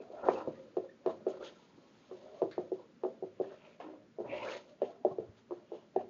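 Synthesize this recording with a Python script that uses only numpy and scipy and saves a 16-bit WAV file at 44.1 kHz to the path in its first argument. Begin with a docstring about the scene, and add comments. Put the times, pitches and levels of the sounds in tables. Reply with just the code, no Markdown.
"""A marker writes on a hollow wall-mounted whiteboard in a quiet classroom, heard through a phone.
Landings strike decaying board modes, a knock and a barrel tick; slow panel modes thud beneath.
Random felt slips drive resonances that drone, rasp, hiss, scrape, squeal and scuff; squeaks are gliding tones.
Filtered noise makes low panel rumbles, faint ventilation, and the room's near scatter and short tail."""
import sys
import numpy as np
from scipy import signal
from scipy.fft import rfft, irfft
from scipy.io import wavfile

SR = 44100
rng = np.random.default_rng(int(sys.argv[2]) if len(sys.argv) > 2 else 0)


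def unload_audio(sound):
    """Save the sound as a 16-bit wav file, at the path given as the first command line argument."""
    columns = np.transpose(np.atleast_2d(sound))
    # keep every value between -1 and 1, then stretch to whole-number steps
    steps = np.round(np.clip(columns, -1, 1) * 32767)
    wavfile.write(sys.argv[1], SR, steps.astype(np.int16))


N = 268789
TIME = np.arange(N) / SR

# marker landings: (time [s], blow level [dB], main board mode weight [dB], second board mode weight [dB],
# struck spot resonance [Hz], spot level [dB], spot t60 [s], knock level [dB], knock pitch [Hz],
# barrel tick level [dB], tick top edge [Hz], rebound delay [s], rebound level [dB],
# board pitch [factor], board ring time [factor], level of the short drag that follows, before trim [dB])
LANDINGS = [(0.001, -42.5, 0.0, -3, 590, -10, 0.062, -12, 995, -37, 3000.0, 0.011, -5.5, 1.14, 1.4, -52),
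            (0.1, -50, -8.0, 5.5, 495, 5, 0.04, -19, 900.0, -30.0, 3000.0, 0.014, -2.5, 1, 0.7, -52.5),
            (0.134, -50, -6, 1.5, 607, 8, 0.03, -8.5, 1000.0, -20, 2970, 0.011, -16.0, 0.85, 0.84, -52.5),
            (0.2848, -15.5, -4, 0, 664, 4.3, 0.032, 4, 944, -3, 1895, 0.0111, -12.5, 1.09, 0.42, -37),
            (0.3204, -39.5, -10, -1.5, 533, 7, 0.018, -12, 894, -23, 3000.0, 0.014, 0, 0.93, 0.5, -57),
            (0.448, -47, -3, -2.5, 511, 9.5, 0.06, -5, 990, -27.5, 3000.0, 0.01, -10, 0.92, 0.68, -49.5),
            (0.4731, -19.5, -10, -12, 694, -17, 0.036, -22.5, 1060, -36, 3020, 0.006, -10.5, 1.027, 0.79, -54.5),
            (0.7676, -25.5, 1.5, -1.7, 642.8, -5.5, 0.085, -10.5, 1010, -13.5, 5000.0, 0.0114, -7, 1.025, 0.84, -57),
            (1.0602, -23.5, 0.8, -4, 653, -4, 0.085, -3.5, 960, -8.5, 4960, 0.011, -3, 1.054, 0.86, -46.5),
            (1.2654, -24.9, -0.5, -2, 632, -2.5, 0.066, -16.5, 1240, -17.5, 3000.0, 0.013, -13.5, 1.029, 1.24, -45.0),
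            (1.426, -42.0, 2, -1.5, 495.0, -11, 0.04, -3, 1200.0, -13, 3008, 0.011, -7, 1.1, 0.75, -61),
            (1.774, -56, 4, -2, 516.0, -13, 0.06, -25.0, 1000.0, -30, 2980, 0.011, -5.0, 0.93, 1.0, -81),
            (2.1114, -38.5, -4.2, -4, 654, -4, 0.0099, -6.5, 1104.0, -23, 5000.0, 0.0107, -3.5, 1.008, 1.4, -54),
            (2.4175, -22.5, -2.5, -3.5, 581, 3, 0.032, -4.5, 920, -16.0, 5000.0, 0.0059, -3.5, 1.078, 1.35, -52.5),
            (2.5787, -24, -4.5, -6, 601.0, -3, 0.029, -5, 815.0, -24, 4970, 0.0057, -16.5, 0.99, 1.35, -51.5),
            (2.717, -32, 4, -1, 615.0, -19, 0.08, -19.5, 1050.0, -30, 4000.0, 0.006, -6, 1.04, 1.35, -52),
            (3.0343, -26, -2, -6, 654.0, -7, 0.053, -5, 876, -14, 4070, 0.014, 1, 1.05, 1.36, -51.5),
            (3.2236, -29, -3, -5.6, 565, -14, 0.041, -24.9, 680.0, -43, 4000.0, 0.0104, -0.3, 1, 0.77, -56.5),
            (3.3986, -25, -1.5, -2.2, 523, -20, 0.085, -22.5, 1083, -33.0, 3996, 0.0104, 0.5, 1.02, 0.59, -49),
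            (3.801, -51.5, -4, 2.5, 689, 15, 0.044, 6, 980, -3.5, 5970, 0.01093, -7.0, 1.17, 1.1, -68),
            (4.1844, -30.6, -8.5, -3.5, 601.7, -7.5, 0.057, -25.0, 670, -28, 3980, 0.017, 0, 0.99, 1.47, -52),
            (4.3212, -44.5, -3, 1, 556.7, 16.0, 0.064, -1, 988, -20.0, 4000.0, 0.011, -3.5, 1.03, 1.0, -48.5),
            (4.4823, -43.5, -8, -2, 532, 14.0, 0.048, 2, 1000.0, -16, 3000.0, 0.013, -11, 1.07, 0.8, -63),
            (4.8172, -30, -0.5, 1.3, 565, 11, 0.057, -6, 855, -7.0, 4000.0, 0.013, -8.5, 1.096, 1.52, -47),
            (5.048, -24, -3, -2.2, 598.0, 15.5, 0.021, -10, 684, -16.5, 5970, 0.0051, -11.5, 1.03, 1.65, -52),
            (5.183, -28.5, -2.5, 0, 596.0, -11.5, 0.061, -23, 1235, -22, 4030, 0.018, -15, 1.005, 0.9, -55.5),
            (5.5073, -33.5, -3.8, -6.5, 529.7, -10.7, 0.055, -1.5, 973, -17.0, 5000.0, 0.0112, 0.7, 0.97, 1.3, -54),
            (5.7175, -33.5, -5.5, -3.5, 608.0, -5.5, 0.074, -13.1, 843, -23, 5010, 0.018, -7.5, 0.98, 1.52, -52),
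            (5.9605, -26.3, 1.5, 0.1, 691, 15.2, 0.017, -10, 677, -10.5, 3960, 0.0079, -14, 1.057, 1.25, -54)]


def undb(db):
    """Decibels to gain."""
    return 10 ** (np.asarray(db) / 20)


def unit(x):
    """Scale to rms 1."""
    return x / np.sqrt(np.mean(x ** 2))


def band(x, low_hz, high_hz, order=2):
    """Butterworth band-pass."""
    edges = [low_hz, min(high_hz, .45 * SR)]
    return signal.sosfilt(signal.butter(order, edges, "band", fs=SR, output="sos"), x)


def fade(t, t60):
    """Exponential decay, 60 dB down after t60."""
    return np.exp(-np.log(1000) * t / t60)


def ring(t, hz, t60):
    """One struck mode: a decaying sine."""
    return np.sin(2 * np.pi * hz * t) * fade(t, t60)


def walk(rate):
    """Smooth random wander around zero, with a new target rate times a second."""
    return np.interp(TIME * rate, np.arange(4096), rng.standard_normal(4096))


def resonate(x, modes, order=2, patchy_db=0):
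    """Steep-sided resonances driven by x, at rms 1; each may swell and fade on its own as the tip moves."""
    total = 0
    for hz, width, db in modes:
        gain = undb(db + (patchy_db * walk(25) if patchy_db else 0))
        total = total + gain * band(x, max(hz - width / 2, hz / 10), hz + width / 2, order=order)
    return unit(total)


def slide(x, stretch):
    """Move the resonances of x together by a factor that changes over time."""
    return np.interp(np.cumsum(stretch) % N, np.arange(N), x)


def swells(events, shape=1.3):
    """Gain over time of overlapping swells, each (peak [s], rise [s], fall [s], level [dB])."""
    power = np.zeros(N)
    for s, rise, fall, db in events:
        near = slice(*np.searchsorted(TIME, [s - 4 * rise, s + 4 * fall]))
        away = np.maximum((s - TIME[near]) / rise, (TIME[near] - s) / fall)
        power[near] += (undb(db) * np.exp(-np.abs(away) ** shape)) ** 2
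    return np.sqrt(power)


def taps(knock_t60=0.0089, soft_hz=860, radiate_hz=280, buzz_db=-15, buzz_t60=0.19,
         press_s=0.00099, blur_db=-13.5, blur_t60=0.1, tick_lag_s=.0022, rattle_db=-17, rattle_t60=0.09,
         room_db=-4.5):
    """The tip lands: the board's modes, a resonance of the spot it hits, and a tick from the barrel."""
    # the board's modes before each spot's tuning and damping, main first: (pitch [Hz], level [dB], t60 [s])
    board = [(368.8, 4, 0.068), (429.3, 5.5, 0.047), (224, 1.5, 0.06), (492.4, -9, 0.07)]
    # modes of the marker's barrel: (pitch [Hz], level [dB], t60 [s])
    barrel = [(1798, -18.5, .03), (2750, -12, 0.0057), (3900, -11, 0.0023), (5700, -22, 0.011)]
    out, t = np.zeros(N + 2 * SR), TIME[:SR // 2]
    for (s, blow_db, main_db, second_db, spot_hz, spot_db, spot_t60, knock_db, knock_hz, tick_db, tick_hz,
         rebound_s, rebound_db, tuning, sustain, _) in LANDINGS:
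        # every spot on the panel has its own mix of modes, tuning and damping
        body = undb(spot_db) * ring(t, spot_hz, spot_t60)
        for (hz, db, t60), weight_db in zip(board, (main_db, second_db, 0, 0)):
            body += undb(db + weight_db) * ring(t, hz * tuning, t60 * sustain)
        # many weak modes blur the ring into a thud
        blur = unit(band(rng.standard_normal(len(t)), 290, 740))
        body += undb(blur_db) * blur * fade(t, blur_t60 * sustain)
        # soft felt rounds the blow, and the panel radiates little bass
        body = band(body * (1 - np.exp(-t / press_s)), radiate_hz, soft_hz, order=5)
        # a short knock, with the panel's dense upper modes stirred behind it
        knock = band(ring(t, knock_hz, knock_t60), 710, 1300, order=4)
        buzz = band(rng.standard_normal(len(t)) * fade(t, buzz_t60), 400, 1300, order=3)
        body += undb(knock_db) * (knock + undb(buzz_db) * buzz)
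        # the blow comes back as a second bump, sooner or later from spot to spot
        hit = body + undb(rebound_db) * np.interp(t - rebound_s, t, body, left=0)
        # the barrel ticks once the felt is compressed, brighter when the tip lands steeply
        tick = sum(undb(db) * ring(t, hz, t60) for hz, db, t60 in barrel)
        rattle = band(rng.standard_normal(len(t)) * fade(t, rattle_t60), 1200, 3600)
        tick = band(tick + undb(rattle_db) * rattle, 600, tick_hz, order=3)
        hit += undb(tick_db) * np.interp(t - tick_lag_s, t, tick, left=0)
        heard = signal.fftconvolve(hit, room(room_db))
        start = max(int(s * SR), 0)
        out[start:start + len(heard)] += undb(blow_db) * heard
    return out[:N]


def thuds(delay_s=.007, spread_octaves=0.14):
    """Every landing bumps the whole panel's slow modes, which swell dully and die away."""
    # panel modes at the reference blow, before random detuning: (pitch [Hz], level [dB], swell [s], t60 [s])
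    panel = [(194, -45.5, 0.0026, 0.11), (117, -55, 0.035, 0.3)]
    reference_blow_db, growth = -25, 0.55  # growth: dB of thud per dB of blow
    out = np.zeros(N)
    for (s, blow_db, *_), chance in zip(LANDINGS, rng.standard_normal(len(LANDINGS))):
        start = int((s + delay_s) * SR)
        t = TIME[:min(SR // 2, N - start)]
        detune = 2 ** (spread_octaves * chance)
        bump = sum(undb(db) * ring(t, hz * detune, t60) * (1 - np.exp(-t / swell))
                   for hz, db, swell, t60 in panel)
        out[start:start + len(t)] += undb(growth * (blow_db - reference_blow_db)) * bump
    return out


def slips(rate=3000, spread_db=3, judder_db=2.6, judder_rate=90):
    """Felt fibres catch and let go: dense uneven clicks that come in small bursts."""
    caught = rng.random(N) < rate / SR
    size = rng.standard_normal(N) * undb(spread_db * rng.standard_normal(N))
    return caught * size * undb(judder_db * walk(judder_rate))


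def fine_slips():
    """The finest fibres slip so densely and evenly that the clicks merge."""
    return slips(rate=14000, spread_db=2, judder_db=1.2)


def strokes(level_db=-1.5, drone_wander=.025, wander_rate=14):
    """Each stroke or rub presses, then flicks away; its slips sound the panel and the felt."""
    # strokes and short rubs of the tip, levels before trim: (peak pressure time [s], rise [s], fall [s],
    # drone pitch before wander [Hz], drone level [dB], grit level [dB], scratch level [dB], hiss level [dB])
    rubs = [ (0.195, 0.05, 0.035, 654, -45, -56, -62, -74),
            (0.251, 0.022, 0.014, 519.5, -36, -41.5, -53.5, -64),
            (0.272, 0.025, 0.013, 540.2, -38, -33.5, -49.5, -61),
            (0.334, 0.008, 0.0068, 531.4, -41, -49, -50.5, -52),
            (0.378, 0.016, 0.019, 512, -39.5, -40, -50, -60.5),
            (0.415, 0.024, 0.014, 527.7, -43.5, -44.5, -51.5, -70),
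            (0.53, 0.035, 0.29, 519, -53.5, -73.5, -74, -72.5),
            (0.85, 0.0093, 0.014, 520.4, -45.5, -60, -71.5, -77),
            (1.102, 0.016, 0.018, 600.3, -40.5, -39.5, -53.5, -65.5),
            (1.341, 0.012, 0.011, 554.5, -44.5, -50, -59, -73),
            (1.372, 0.0081, 0.012, 555.7, -50, -55, -64, -72),
            (1.41, 0.0063, 0.009, 542, -45.5, -55, -64, -71),
            (1.434, 0.026, 0.055, 542.6, -44.5, -59, -59.5, -55),
            (1.599, 0.45, 0.054, 553, -72, -71, -73.5, -70.5), (1.961, 0.99, 0.45, 555, -74, -68, -79, -71),
            (2.251, 0.046, 0.077, 554, -51, -71, -74, -82),
            (2.381, 0.096, 0.025, 604.2, -51.5, -62, -72, -71),
            (2.8, 0.026, 0.03, 500.8, -55.5, -56.5, -80, -77.5),
            (3.446, 0.013, 0.016, 572.4, -67, -53, -60, -81), (3.524, 0.027, 0.04, 590, -53, -58, -65, -69),
            (3.65, 0.065, 0.1, 590.4, -59.5, -65, -73, -72),
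            (3.803, 0.0033, 0.078, 559, -52, -51.5, -61.5, -72),
            (3.901, 0.03, 0.076, 573.4, -52, -62, -78, -84),
            (4.262, 0.021, 0.054, 585.6, -43.5, -51, -65, -75),
            (4.36, 0.026, 0.025, 604.7, -39.5, -49, -70, -62),
            (4.425, 0.054, 0.057, 558.6, -45, -49.5, -71, -57),
            (4.489, 0.067, 0.067, 534.8, -42.5, -49.5, -52, -51.5),
            (4.568, 0.025, 0.012, 546.7, -40.5, -69, -72, -56),
            (4.684, 0.027, 0.042, 571.6, -53.5, -75, -77.5, -69.5),
            (4.9, 0.015, 0.018, 658.3, -53, -57.5, -71, -70.5),
            (5.116, 0.014, 0.018, 697.3, -42.5, -51.5, -75, -75),
            (5.385, 0.095, 0.019, 557, -87, -66.5, -77, -71),
            (6.012, 0.008, 0.012, 589.6, -37, -52.5, -67, -72.5)]
    # resonances of the panel (drone, before sliding; rasp; scratch) and felt (hiss): each (centre [Hz], width
    # [Hz], relative level [dB])
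    drone_modes = [(563, 93, 0.5), (685, 17, -9.5), (382.8, 74, -6.5), (238, 42, -16), (119, 140, -27.5)]
    rasp_modes = [(540, 480, -2), (918, 170, -0.5), (1081, 50, -2)]
    scratch_modes = [(1345, 190, -0.5), (1206, 60, -2.5), (1720, 330, -9.5)]
    hiss_modes = [(3250, 2660, 6.7), (6340, 330, 4)]
    drone = resonate(slips(judder_db=1.2), drone_modes, patchy_db=2.5)
    hiss = resonate(fine_slips(), hiss_modes)
    rasp = resonate(slips(), rasp_modes, order=3, patchy_db=3.5)
    scratch = resonate(slips(), scratch_modes, order=3, patchy_db=3.5)
    # the drone's pitch follows the spot on the panel and wavers slightly
    rub_s, _, _, drone_hz, *_ = np.transpose(rubs)
    spot_pitch = np.interp(TIME, rub_s, drone_hz) / drone_modes[0][0]
    drone = slide(drone, spot_pitch * (1 + drone_wander * walk(wander_rate)))
    # the drag after every landing has one shape; grit, scratch and hiss are relative to its level
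    peak_s, rise_s, fall_s = 0.013, 0.02, 0.085
    grit_rel_db, scratch_rel_db, hiss_rel_db = -10, -20.5, -20.5
    drags = [(s + peak_s, rise_s, fall_s, 0, db, db + grit_rel_db, db + scratch_rel_db, db + hiss_rel_db)
             for s, *_, db in LANDINGS]
    s, rise, fall, _, drone_db, grit_db, scratch_db, hiss_db = np.transpose(rubs + drags)
    # the tip is fastest, and hisses most, after the pressure peaks
    lag = 0.44 * np.minimum(rise, fall)
    return undb(level_db) * (drone * swells(zip(s, rise, fall, drone_db))
                             + rasp * swells(zip(s, rise, fall, grit_db))
                             + scratch * swells(zip(s, rise, fall, scratch_db))
                             + hiss * swells(zip(s + lag, (rise + lag) / 2, fall, hiss_db)))


def coloured_rubs(level_db=-1):
    """Slips in short coloured bands, from a landing's crack and low scrape to hoarse squeal and hiss."""
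    # short coloured rubbing bands, levels before trim:
    # (loudest moment [s], half length [s], centre [Hz], width [Hz], level [dB])
    rub_bands = [ (0.004, 0.025, 2540, 253, -68.5), (0.211, 0.026, 2570, 350, -69.5),
                 (0.2865, 0.0024, 1610, 590, -40.5), (0.298, 0.012, 2330, 252, -58.5),
                 (0.362, 0.0095, 2600, 200, -53.5), (0.401, 0.0097, 2680, 300, -60),
                 (0.41, 0.016, 1330, 180, -52.5), (0.56, 0.02, 1850, 360, -68.5),
                 (1.107, 0.016, 3510, 900, -65.5), (1.305, 0.016, 3120, 800, -64.5),
                 (1.3, 0.011, 6750, 700, -65.5), (1.431, 0.0044, 1440, 254, -48.5),
                 (1.465, 0.027, 3300, 646, -53), (3.48, 0.097, 2775, 1018, -70),
                 (3.528, 0.042, 1600, 600, -66.5), (3.657, 0.054, 2450, 1000, -65),
                 (3.735, 0.019, 2408, 452, -73), (4.311, 0.025, 2370, 520, -51),
                 (4.343, 0.022, 2340, 750, -49.5), (4.381, 0.023, 2470, 900, -54),
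                 (4.429, 0.027, 2470, 750, -50), (4.437, 0.096, 937, 159.9, -50.5),
                 (4.473, 0.015, 1500, 550, -44.5), (4.49, 0.0075, 2350, 400, -44),
                 (4.519, 0.013, 2730, 501.3, -47), (4.541, 0.027, 2140, 800, -52.5),
                 (4.555, 0.016, 3390, 601, -56.5), (4.572, 0.01, 1850, 300, -56),
                 (4.844, 0.019, 1800, 347, -64), (4.849, 0.027, 2918, 706, -64),
                 (5.758, 0.081, 3010, 701, -72.5), (5.987, 0.015, 1750, 300, -65.5),
                 (6.006, 0.013, 2670, 459, -67)]
    # the slips flutter as the tip grabs and lets go: mean rate, relative wander, depth 0-1
    flutter_hz, flutter_wander, flutter_depth = 62, .25, .35
    flutter_rate = flutter_hz * (1 + flutter_wander * walk(40))
    grab = np.sin(2 * np.pi * np.cumsum(flutter_rate) / SR)
    felt = fine_slips() * (1 + flutter_depth * grab)
    return undb(level_db) * sum(resonate(felt, [(hz, width, 0)]) * swells([(s, length, length, db)])
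                                for s, length, hz, width, db in rub_bands)


def squeaks(jitter=0.014, octave_db=-20):
    """For a moment the slips lock into a regular, rising tone with a faint octave above."""
    # brief clean squeaks of the tip: (loudest moment [s], half length [s], pitch at that moment before
    # jitter [Hz], glide [octaves/s], level [dB])
    tones = [(0.897, 0.0054, 1780, 8, -56), (2.41, .025, 586, 1.83, -45.5),
             (4.713, 0.032, 585, 0.85, -55.5)]
    out = np.zeros(N)
    for s, length, hz, glide, db in tones:
        octaves = glide * np.clip(TIME - s, -2 * length, 2 * length)
        pitch = hz * 2 ** octaves * (1 + jitter * walk(180))
        phase = 2 * np.pi * np.cumsum(pitch) / SR
        tone = np.sin(phase) + undb(octave_db) * np.sin(2 * phase)
        out += undb(db) * np.exp(-((TIME - s) / length) ** 2) * tone
    return out


def scuffs(body_hz=1650, body_width_hz=850, edge_width_hz=1200):
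    """The tip skids: a gritty burst that starts at once and dies away."""
    # skids: (start [s], t60 [s], body level [dB], bright edge centre [Hz], edge level [dB])
    skids = [(2.512, 0.3, -55.5, 4000, -61.5), (3.8, 0.44, -60.5, 2386, -63)]
    out = np.zeros(N)
    for s, t60, body_db, edge_hz, edge_db in skids:
        grit = fine_slips()
        body = undb(body_db) * resonate(grit, [(body_hz, body_width_hz, 0)])
        edge = undb(edge_db) * resonate(grit, [(edge_hz, edge_width_hz, 0)])
        out += (body + edge) * (TIME >= s) * fade(np.abs(TIME - s), t60)
    return out


def rumbles(width_share=0.39):
    """Dull, low rumbles of the panel under the writing hand: swelling narrow-band noise."""
    # panel rumbles: (loudest moment [s], rise [s], fall [s], centre [Hz], level [dB])
    swellings = [(0.477, 0.0058, 0.0081, 129, -58.5), (0.481, .006, .014, 62, -63.5),
                 (1.115, .014, 0.014, 247, -49.5), (1.215, 0.014, .02, 215, -55.5),
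                 (1.785, 0.023, 0.026, 305, -65), (2.965, 0.037, .03, 235, -61.5),
                 (3.41, .012, 0.029, 125, -57), (2.434, 0.0074, 0.018, 165.4, -52.5),
                 (3.865, 0.039, 0.048, 333.7, -48.5), (4.295, 0.035, 0.04, 124.3, -58),
                 (4.3, 0.025, 0.022, 287.4, -51.5), (4.41, 0.038, 0.072, 252, -57.5),
                 (4.43, .05, 0.059, 117, -66), (5.008, .02, .015, 263, -61.5),
                 (5.12, .012, 0.012, 153, -49.5), (5.205, 0.018, 0.028, 108, -54.5),
                 (5.295, .015, 0.016, 105.7, -55)]
    return sum(resonate(rng.standard_normal(N), [(hz, width_share * hz, 0)]) * swells([(s, rise, fall, db)])
               for s, rise, fall, hz, db in swellings)


def room(shadow_db=0, scatter_db=-7, scatter_t60=0.18, gap_s=0.0088):
    """Response from the board: direct sound, scatter off furniture, then a tail whose lows stay longest."""
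    # the tail's bands: (low edge [Hz], high edge [Hz], t60 [s], level before the shadow offset [dB])
    tail = [(95, 320, 0.44, -4), (304, 1300, 0.35, -18), (930, 15000, 0.12, -28)]
    t = TIME[:SR * 3 // 4]
    build_up = np.clip(t / gap_s - 1, 0, 1)
    response = np.zeros(len(t))
    for low_hz, high_hz, t60, db in tail + [(212, 3400, scatter_t60, scatter_db)]:
        decay = build_up * fade(t, t60)
        echoes = band(rng.standard_normal(len(t)) * decay, low_hz, high_hz)
        response += undb(db + shadow_db) * echoes / np.linalg.norm(decay)
    response[0] += 1  # direct sound
    return response


def ventilation(level_db=-65):
    """Soft air noise: a restless low rumble under smooth hiss."""
    # spectrum of the air noise: (frequency [Hz], relative density [dB per Hz])
    spectrum = [(18, -52), (30, -25.5), (218, 2), (474, -7), (582, -17), (1080, -19), (1180, -18),
                (1450, -18.5), (2290, -21.5), (2620, -24), (3010, -24), (7000, -31.5), (9100, -86.5),
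                (15400, -120)]
    hz, db = np.transpose(spectrum)
    bins_hz = np.arange(N // 2 + 1) * SR / N
    colour = undb(np.interp(np.log(bins_hz + 1), np.log(hz), db))
    air = unit(irfft(rfft(rng.standard_normal(N)) * colour, N))
    rumble = signal.sosfiltfilt(signal.butter(2, 500, fs=SR, output="sos"), air)
    # the lows waver quickly, the whole slowly and slightly
    restless = undb(.5 * walk(2)) * (air + rumble * (undb(1.8 * walk(12)) - 1))
    return undb(level_db) * restless


def scene(stroke_room_db=-3):
    """Taps and strokes in the classroom, over ventilation."""
    rubbing = strokes() + coloured_rubs() + scuffs() + squeaks()
    writing = signal.fftconvolve(rubbing + thuds() + rumbles(), room(stroke_room_db))[:N]
    return (taps() + writing + ventilation())[None]


def record(dry, top_hz=7150):
    """The phone steeply cuts everything above its speech band."""
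    return signal.sosfilt(signal.ellip(8, .3, 70, top_hz, fs=SR, output="sos"), dry)


dry = scene()
out = record(dry)
unload_audio(out)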